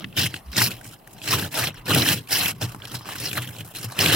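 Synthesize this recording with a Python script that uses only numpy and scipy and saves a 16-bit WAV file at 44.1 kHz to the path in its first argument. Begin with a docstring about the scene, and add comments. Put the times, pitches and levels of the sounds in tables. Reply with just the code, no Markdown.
"""A plastic scraper is pushed over the iced rear window of a car in short rough strokes, close to a phone.
The edge breaks ice in juddering bursts of tiny random cracks that ring the blade and the crushed ice.
Flakes ring at many pitches, and the same slips shake the decaying modes of the pane.
Lone knocks and chips, shaped noise through the blade modes, fall among the strokes; one soft low bump joins.
Under it lies a quiet winter street of slowly swelling noise bands."""
import sys
import numpy as np
from scipy import signal
from scipy.fft import rfft, irfft
from scipy.io import wavfile
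from scipy.ndimage import uniform_filter1d

SR = 44100
rng = np.random.default_rng(int(sys.argv[2]) if len(sys.argv) > 2 else 0)


def store_wav(level_fs):
    """Save 16-bit WAV to argv[1]."""
    pcm = np.round(np.clip(np.atleast_2d(level_fs), -1, 1) * 32767)
    wavfile.write(sys.argv[1], SR, pcm.T.astype(np.int16))


N = 183432

# blade resonances: (centre [Hz], width of each of two passes [Hz], relative level [dB])
BLADE_MODES = [(705, 530, -5.5), (980, 580, -9), (1213, 525, -6), (1600, 350, -9.5), (1850, 840, -5),
               (2666, 510, -4.5), (3100, 720, -1.5), (4060, 500, -6.5), (5140, 1130, -4),
               (6050, 2100, -13.5)]


def undb(db):
    """Decibels to amplitude factor."""
    return 10 ** (np.asarray(db) / 20)


def unit(x):
    """Scale to an RMS of 1."""
    return x / np.sqrt(np.mean(x ** 2))


def band(x, hz, width):
    """Resonant band-pass, gain 1 at the centre."""
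    return signal.lfilter(*signal.iirpeak(hz, hz / width, fs=SR), x)


def steep_band(x, hz, width):
    """Two equal resonances in series give steeper skirts; RMS 1."""
    return unit(band(band(x, hz, width), hz, width))


def ring(x, hz, t60):
    """One decaying mode; a unit blow rings with size 1."""
    pole = np.exp((2j * np.pi * hz - np.log(1000) / t60) / SR)
    return signal.lfilter([1], [1, -pole], x).imag


def walk(rate):
    """Random levels held 1 / rate s and slewed; spread near 1."""
    hold = int(SR / rate)
    levels = np.repeat(rng.standard_normal(N // hold + 1), hold)
    return 1.2 * uniform_filter1d(levels, hold)[:N]


def pair(like):
    """Weights that turn two unrelated signals into left and right of likeness `like`."""
    like = np.clip(like, 0, 1)
    a, b = np.sqrt(1 + like), np.sqrt(1 - like)
    return np.array([[a, b], [a, -b]]) / np.sqrt(2)


def contact(times, dbs, rise_db_s, fall_db_s):
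    """Power of one contact: straight in dB between its moments, steady slopes before and after."""
    t = np.arange(N) / SR
    before = np.maximum(times[0] - t, 0)
    after = np.maximum(t - times[-1], 0)
    db = np.interp(t, times, dbs) - rise_db_s * before - fall_db_s * after
    return undb(2 * db)


def gesture():
    """Blade level and five tone colours; contact powers add, and the strongest sets the colour."""
    # Colours are relative levels before the mix trims:
    # lower blade modes, upper blade modes, fine crush, lower pane modes, upper pane modes.
    # firm strokes that land, rise or sag through a middle level, and lift:
    # (landing [s], level [dB], middle [s], level [dB], lift [s], level [dB], then the five colours [dB])
    strokes = [(0.174, -20.5, 0.24, -23.5, 0.27, -29.5, -6.5, 0, -6, -3, -8),
               (0.565, -23.5, 0.612, -21, 0.6805, -31, -3.5, 3.5, -3, -6, -9),
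               (1.227, -39, 1.324, -23, 1.358, -22.5, -1.5, 4.5, -3.5, -4.5, -7),
               (1.365, -28, 1.425, -29.5, 1.478, -35, 2.5, -1, -3, -1, -2.5),
               (1.544, -31.5, 1.595, -22.5, 1.69, -30.5, 4, 1.5, -4, -11, -13),
               (1.864, -33, 1.91, -23, 2.04, -22.5, 1, 0.5, -5, -9, 1),
               (2.05, -23, 2.11, -20.5, 2.14, -27, -3.5, 1.5, -3, -5.5, -5.5),
               (2.288, -41.5, 2.327, -23, 2.507, -28, 0.5, 0.5, -1.5, -11.5, -11),
               (2.62, -28.5, 2.64, -29.5, 2.66, -42, 4, 1.5, -4, 8.5, -4.5),
               (3.989, -25, 3.99, -22.5, 4.167, -19.5, -1, 0, -7, -6, -2.5)]
    # light scuffs, the edge set down or dragged back:
    # (from [s], to [s], level [dB], then the first three colours [dB])
    scuffs = [(0, 0.022, -44.5, 8.5, -3.5, -17), (0.158, .16, -50, 8, -12, -18),
              (0.33, 0.361, -42, 0, 0.5, -6), (0.549, 0.56, -34.5, -1.5, 3.5, -6),
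              (0.708, 0.726, -35, -2, -1.5, -3.5), (0.845, 0.942, -48, 0, -0.5, 1.5),
              (1.102, 1.14, -58.5, 0, 0, 5), (1.176, 1.2, -50.5, 4, 3.5, -3), (1.519, 1.545, -42, 4, 1, -3),
              (1.677, 1.694, -38, -7, -20, -19), (1.755, 1.796, -46.5, -2, -9, -10),
              (2.138, 2.178, -34.5, -8, 1, -4), (2.68, 2.717, -47, 6.5, 0, -1),
              (2.839, 2.855, -42, 10, 3, -3.5), (2.921, 2.963, -40, 3, 5, -2),
              (3.067, 3.113, -40.5, 1.5, -2, -5.5), (3.13, 3.173, -43.5, 1.5, -2.5, -3),
              (3.216, 3.272, -33.5, -4, 7.5, -0.5), (3.314, 3.352, -37.5, -7, -10, 0),
              (3.362, 3.385, -37, 10, 4, -3), (3.428, 3.426, -34.5, -3, -2, -4.5),
              (3.475, 3.567, -44.5, 0.5, -6, -2), (3.6, 3.608, -44, -1, -5, -3.5),
              (3.648, 3.724, -55.5, 9.5, -2.5, 6), (3.761, 3.846, -41, 2.5, 4, 2),
              (3.902, 3.904, -43, 10, 3, 2.5), (3.967, 3.983, -41, 8, 2, -4)]
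    # the edge lying on the ice: (level [dB], then the five colours [dB])
    rest = (-63.5, 6, -3, -3.5, 10.5, 3)
    land_db_s, lift_db_s = 1390, 1016
    skitter_db, skitter_fall_db_s = -22.5, 160.  # loose ice slides on after each lift, re the lift level
    scuff_rise_db_s, scuff_fall_db_s = 413, 373
    scuff_pane_db = [-3.5, -3]  # lower and upper pane colours of every scuff

    touches = []
    for land, land_db, middle, middle_db, lift, lift_db, *tint in strokes:
        stroke = contact([land, middle, lift], [land_db, middle_db, lift_db], land_db_s, lift_db_s)
        skitter = contact([lift], [lift_db + skitter_db], land_db_s, skitter_fall_db_s)
        touches.append((stroke + skitter, tint))
    for start, end, db, *tint in scuffs:
        scuff = contact([start, end], [db, db], scuff_rise_db_s, scuff_fall_db_s)
        touches.append((scuff, tint + scuff_pane_db))

    power = undb(2 * rest[0]) * np.ones(N)
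    colour = np.array(rest[1:])[:, None] * undb(2 * rest[0])
    for touch, tint in touches:
        power = power + touch
        colour = colour + touch * np.array(tint)[:, None]
    return 10 * np.log10(power), colour / power


def leaning(follow_db):
    """Push on the lower pane modes: what follows the blade plus the leans of the hand."""
    # the hand leans on the glass and the lower modes swell: (time [s], level before the pane trim [dB])
    hand_leans = [(.06, -43.5), (.185, -27), (.25, -26), (.575, -27), (0.679, -24.5), (.86, -38),
                  (1.16, -38), (1.35, -20), (1.43, -24.5), (1.6, -33.5), (1.68, -31.5), (1.94, -14),
                  (2.13, -24.5), (2.43, -28), (2.53, -33.5), (2.638, -28), (2.76, -35), (2.94, -30.5),
                  (3.18, -36.5), (3.27, -54), (3.345, -34.5), (3.375, -29.5), (3.49, -30.5), (3.612, -31),
                  (3.77, -41), (3.85, -30), (4.0, -32.5), (4.065, -22)]
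    leans = sum(contact([s], [db], rise_db_s=286, fall_db_s=255) for s, db in hand_leans)
    return 10 * np.log10(undb(2 * follow_db) + leans)


def judder(firm, per_s, spread_db, rise_s, tail_s):
    """The edge sticks and lets go unevenly; the firmer the contact, the more steady rubbing fills the gaps."""
    slips = (rng.random(N) < per_s / SR) * undb(spread_db * rng.standard_normal(N))
    onsets = uniform_filter1d(slips, int(rise_s * SR))
    bursts = signal.lfilter([1], [1, -np.exp(-1 / (tail_s * SR))], onsets)
    return slips, (firm + unit(bursts)) / (firm + 1)


def grit(per_s, spread_db):
    """Two trains of tiny cracks of random sign, a few larger than the rest."""
    hit = rng.random((2, N)) < per_s / SR
    signed = hit * rng.standard_normal((2, N))
    return unit(signed * undb(spread_db * rng.exponential(size=(2, N))))


def body(force, modes, patchy_db, like, tilt_db=lambda hz: 0):
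    """Steep resonances whose strength wanders as the grip and the ice change."""
    out = 0
    for k, (hz, width, db) in enumerate(modes):
        rung = steep_band(force, hz, width)
        level_db = db + patchy_db * walk(40) + tilt_db(hz)
        out = out + (-1) ** k * undb(level_db) * rung  # neighbours have opposite signs
    return pair(like) @ out


def chips(per_s, t60, low_hz, high_hz, count):
    """Flakes of ice of many sizes break free, each ringing briefly at its own pitch and place."""
    out = 0
    for hz in np.geomspace(low_hz, high_hz, count):
        blows = (rng.random(N) < per_s / count / SR) * undb(2.5 * rng.standard_normal(N))
        placed = blows * (pair(0.49) @ rng.standard_normal((2, N)))
        out = out + ring(placed, hz, t60)
    return unit(out)


def pane(force, upper_db, upper_hz=220.):
    """The low modes of the glass and its frame; below the first mode the pane hardly radiates."""
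    # (pitch [Hz], relative drive [dB], time to fall by 60 dB [s])
    glass_modes = [(111.7, -7.5, 0.079), (123.4, -1, 0.17), (156.9, -3, 0.12), (194, -2, 0.056),
                   (258.7, -3.5, 0.059), (306, -4, 0.073), (402, -0.5, 0.024), (520, -17, 0.033)]
    rung = 0
    for hz, db, t60 in glass_modes:
        rung = rung + ring(force * undb(db + upper_db * (hz > upper_hz)), hz, t60)
    return signal.sosfilt(signal.butter(8, 90., "high", fs=SR, output="sos"), rung)


def scraping():
    """Grit in bursts through blade and crushed ice, ringing flakes on top; the same slips push the pane."""
    # crushed-ice bands: (centre [Hz], width of each of two passes [Hz], relative level [dB])
    crush_bands = [(7890, 4000, -1), (9960, 1900, -7), (11880, 2700, 1.5), (13100, 2700, -5),
                   (14300, 3600, 0.5)]
    blade_db, (lower_db, bright_db, crush_db, low_pane_db, upper_pane_db) = gesture()
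    push_db = leaning(blade_db + low_pane_db)
    upper_db = blade_db + upper_pane_db - push_db  # upper pane modes do not follow the leans
    firm = np.interp(blade_db, [-45, -25], [.3, 1.3])
    slips, bursts = judder(firm, per_s=120., spread_db=1.5, rise_s=0.00071, tail_s=0.0074)

    def blade_tilt(hz):
        return lower_db * (hz < 1800) + bright_db * (hz > 3600)

    blade = body(bursts * grit(9000., 1.5), BLADE_MODES, patchy_db=3.28, like=0.66, tilt_db=blade_tilt)
    crush = body(bursts * grit(13000., 1.6), crush_bands, patchy_db=2., like=0.15)
    flakes = chips(per_s=700., t60=0.025, low_hz=1400.0, high_hz=5625.0, count=30)
    edge = undb(-5.5) * blade + undb(-5.0) * flakes + undb(crush_db - 2.0) * crush

    # the pane is pushed by the stroke and rings on after it
    push = 0.57 * unit(slips) * rng.standard_normal(N) + rng.standard_normal((2, N))
    glass = pair(0.96) @ pane(push * undb(push_db - 31.5), upper_db + 4.0)
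    return undb(blade_db) * edge + glass


def street():
    """Distant traffic and air: half-octave bands that swell together and flicker alone."""
    # spectrum before the overall level is set: (frequency [Hz], relative level per Hz [dB])
    spectrum = [(18, -9), (45, 2.5), (80, -31), (150, 0.5), (450, -14), (1000, -8), (1600, -28),
                (2300, -21), (7500, -43), (12500, -21.5), (16000, -26)]
    curve_hz, curve_db = np.array(spectrum).T
    out, swell = 0, walk(1.0)
    for hz in 32 * 2 ** np.arange(0, 9.1, .5):
        # 10 log10(hz) because the bands widen with pitch
        db = np.interp(np.log(hz), np.log(curve_hz), curve_db) + 10 * np.log10(hz)
        noise = steep_band(rng.standard_normal((2, N)), hz, hz / 2)
        level_db = db + 1.7 * swell + 4.3 * walk(6.96)
        likeness = 1 / (1 + hz / 500.0)  # the low bands are almost mono
        out = out + undb(level_db) * (pair(likeness) @ noise)
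    return unit(out) * undb(-49)


def cracks(rise_s=0.00078, tail_s=0.0029, push_s=0.0015, thud_db=-26.5, spread=0.31):
    """Each crack rings the blade modes near its own pitch, sprays fine crush and thuds softly in the pane."""
    # lone cracks and knocks: (time [s], level before the common trim [dB], centre [Hz],
    # fine crush re the knock [dB])
    crack_events = [(0.0425, -8.5, 2260, -42), (0.1264, -29, 2500, -16), (0.176, -5.5, 3940, -11),
                    (0.3406, -9.5, 2370, -8.5), (0.361, -19.5, 2390, -15), (0.5285, -23, 3730, -18),
                    (0.5666, -3.5, 5330, -19), (0.617, 0, 1400, -21), (0.715, -14, 3190, -16),
                    (0.8106, -25, 1900, -3), (0.853, -25, 1750, -18), (1.074, -28, 1730, 1),
                    (1.1646, -34, 1980, -20), (1.216, -19, 2550, -10), (1.263, -24, 4060, -19),
                    (1.286, -11, 3800, -0.5), (1.5426, -14.5, 3100, -2), (1.6706, -5, 3200, -25),
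                    (1.742, -27.5, 1940, -3), (1.8562, -26, 4110, -1), (1.947, -3, 3100, 4.5),
                    (2.0193, 0.5, 3700, -19), (2.0882, -10, 3020, 5.5), (2.273, -24.5, 2970, -4),
                    (2.326, -25, 2780, -10), (2.4579, -2, 2860, -19), (2.746, -17, 1050, -7.5),
                    (2.8004, -26, 1320, -22), (2.8198, -21, 2980, -20), (2.8521, -17, 3010, -5),
                    (2.9166, -25, 5110, -19), (2.943, -17.5, 1050, -1), (3.009, -22.5, 1030, -28),
                    (3.056, -20, 1050, -19), (3.0884, -11.5, 1070, -9), (3.1543, -16.5, 1750, -17),
                    (3.2, -22, 2740, 8), (3.313, -12, 2610, -17), (3.3301, -10, 2500, -1.5),
                    (3.3534, -14, 1640, -4), (3.3736, -10, 1650, -0.5), (3.386, -14.5, 1700, -12),
                    (3.42, -18.5, 2730, 1.5), (3.4746, -21, 2900, -6), (3.6068, -17, 2540, -6),
                    (3.899, -26, 1600, -8), (3.9896, 0, 2980, -4), (4.06, 4.5, 2760, -9)]
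    length = 2048  # samples
    out, thuds = np.zeros((2, N + length)), np.zeros(N)
    t = np.arange(length) / SR
    shape = (1 - np.exp(-t / rise_s)) * np.exp(-t / tail_s)
    noise = rng.standard_normal((len(crack_events), 2, 2, length))
    for (s, peak_db, hz, crush_db), (low, high) in zip(crack_events, noise):
        i = int(s * SR)
        knock = 0
        for mode_hz, width, _ in BLADE_MODES:
            nearness = np.exp(-(np.log(mode_hz / hz) / spread) ** 2)
            knock = knock + nearness * steep_band(low, mode_hz, width)
        spray = steep_band(high, 11000., 9000.) * undb(crush_db)
        out[:, i:i + length] += undb(peak_db - 8.5) * shape * (pair(0.49) @ (unit(knock) + spray))
        thuds[i] += undb(peak_db + thud_db)
    return out[:, :N] + pane(uniform_filter1d(thuds, int(push_s * SR)), 4.0)


def bump():
    """A few soft low swings under a bell-shaped envelope as the hand shifts."""
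    # (centre time [s], pitch [Hz], peak level [dB], time from centre to 1/e [s])
    hand_bump = (.497, 64, -31, .028)
    s, hz, db, length = hand_bump
    t = np.arange(N) / SR - s
    return undb(db) * np.exp(-(t / length) ** 2) * np.cos(2 * np.pi * hz * t)


def scene():
    """The window lies a little to the right: its sound reaches the left port later."""
    port_lag_s = 3e-5
    car = scraping() + cracks()
    lag = np.exp(-2j * np.pi * np.arange(N // 2 + 1) * SR / N * port_lag_s)
    car[0] = irfft(rfft(car[0]) * lag, N)
    return car + bump() + street()


def record(dry):
    """The phone cuts the top steeply."""
    top_hz = 15900
    return signal.sosfilt(signal.ellip(10, .2, 70, top_hz, fs=SR, output="sos"), dry)


dry = scene()
out = record(dry)
store_wav(out)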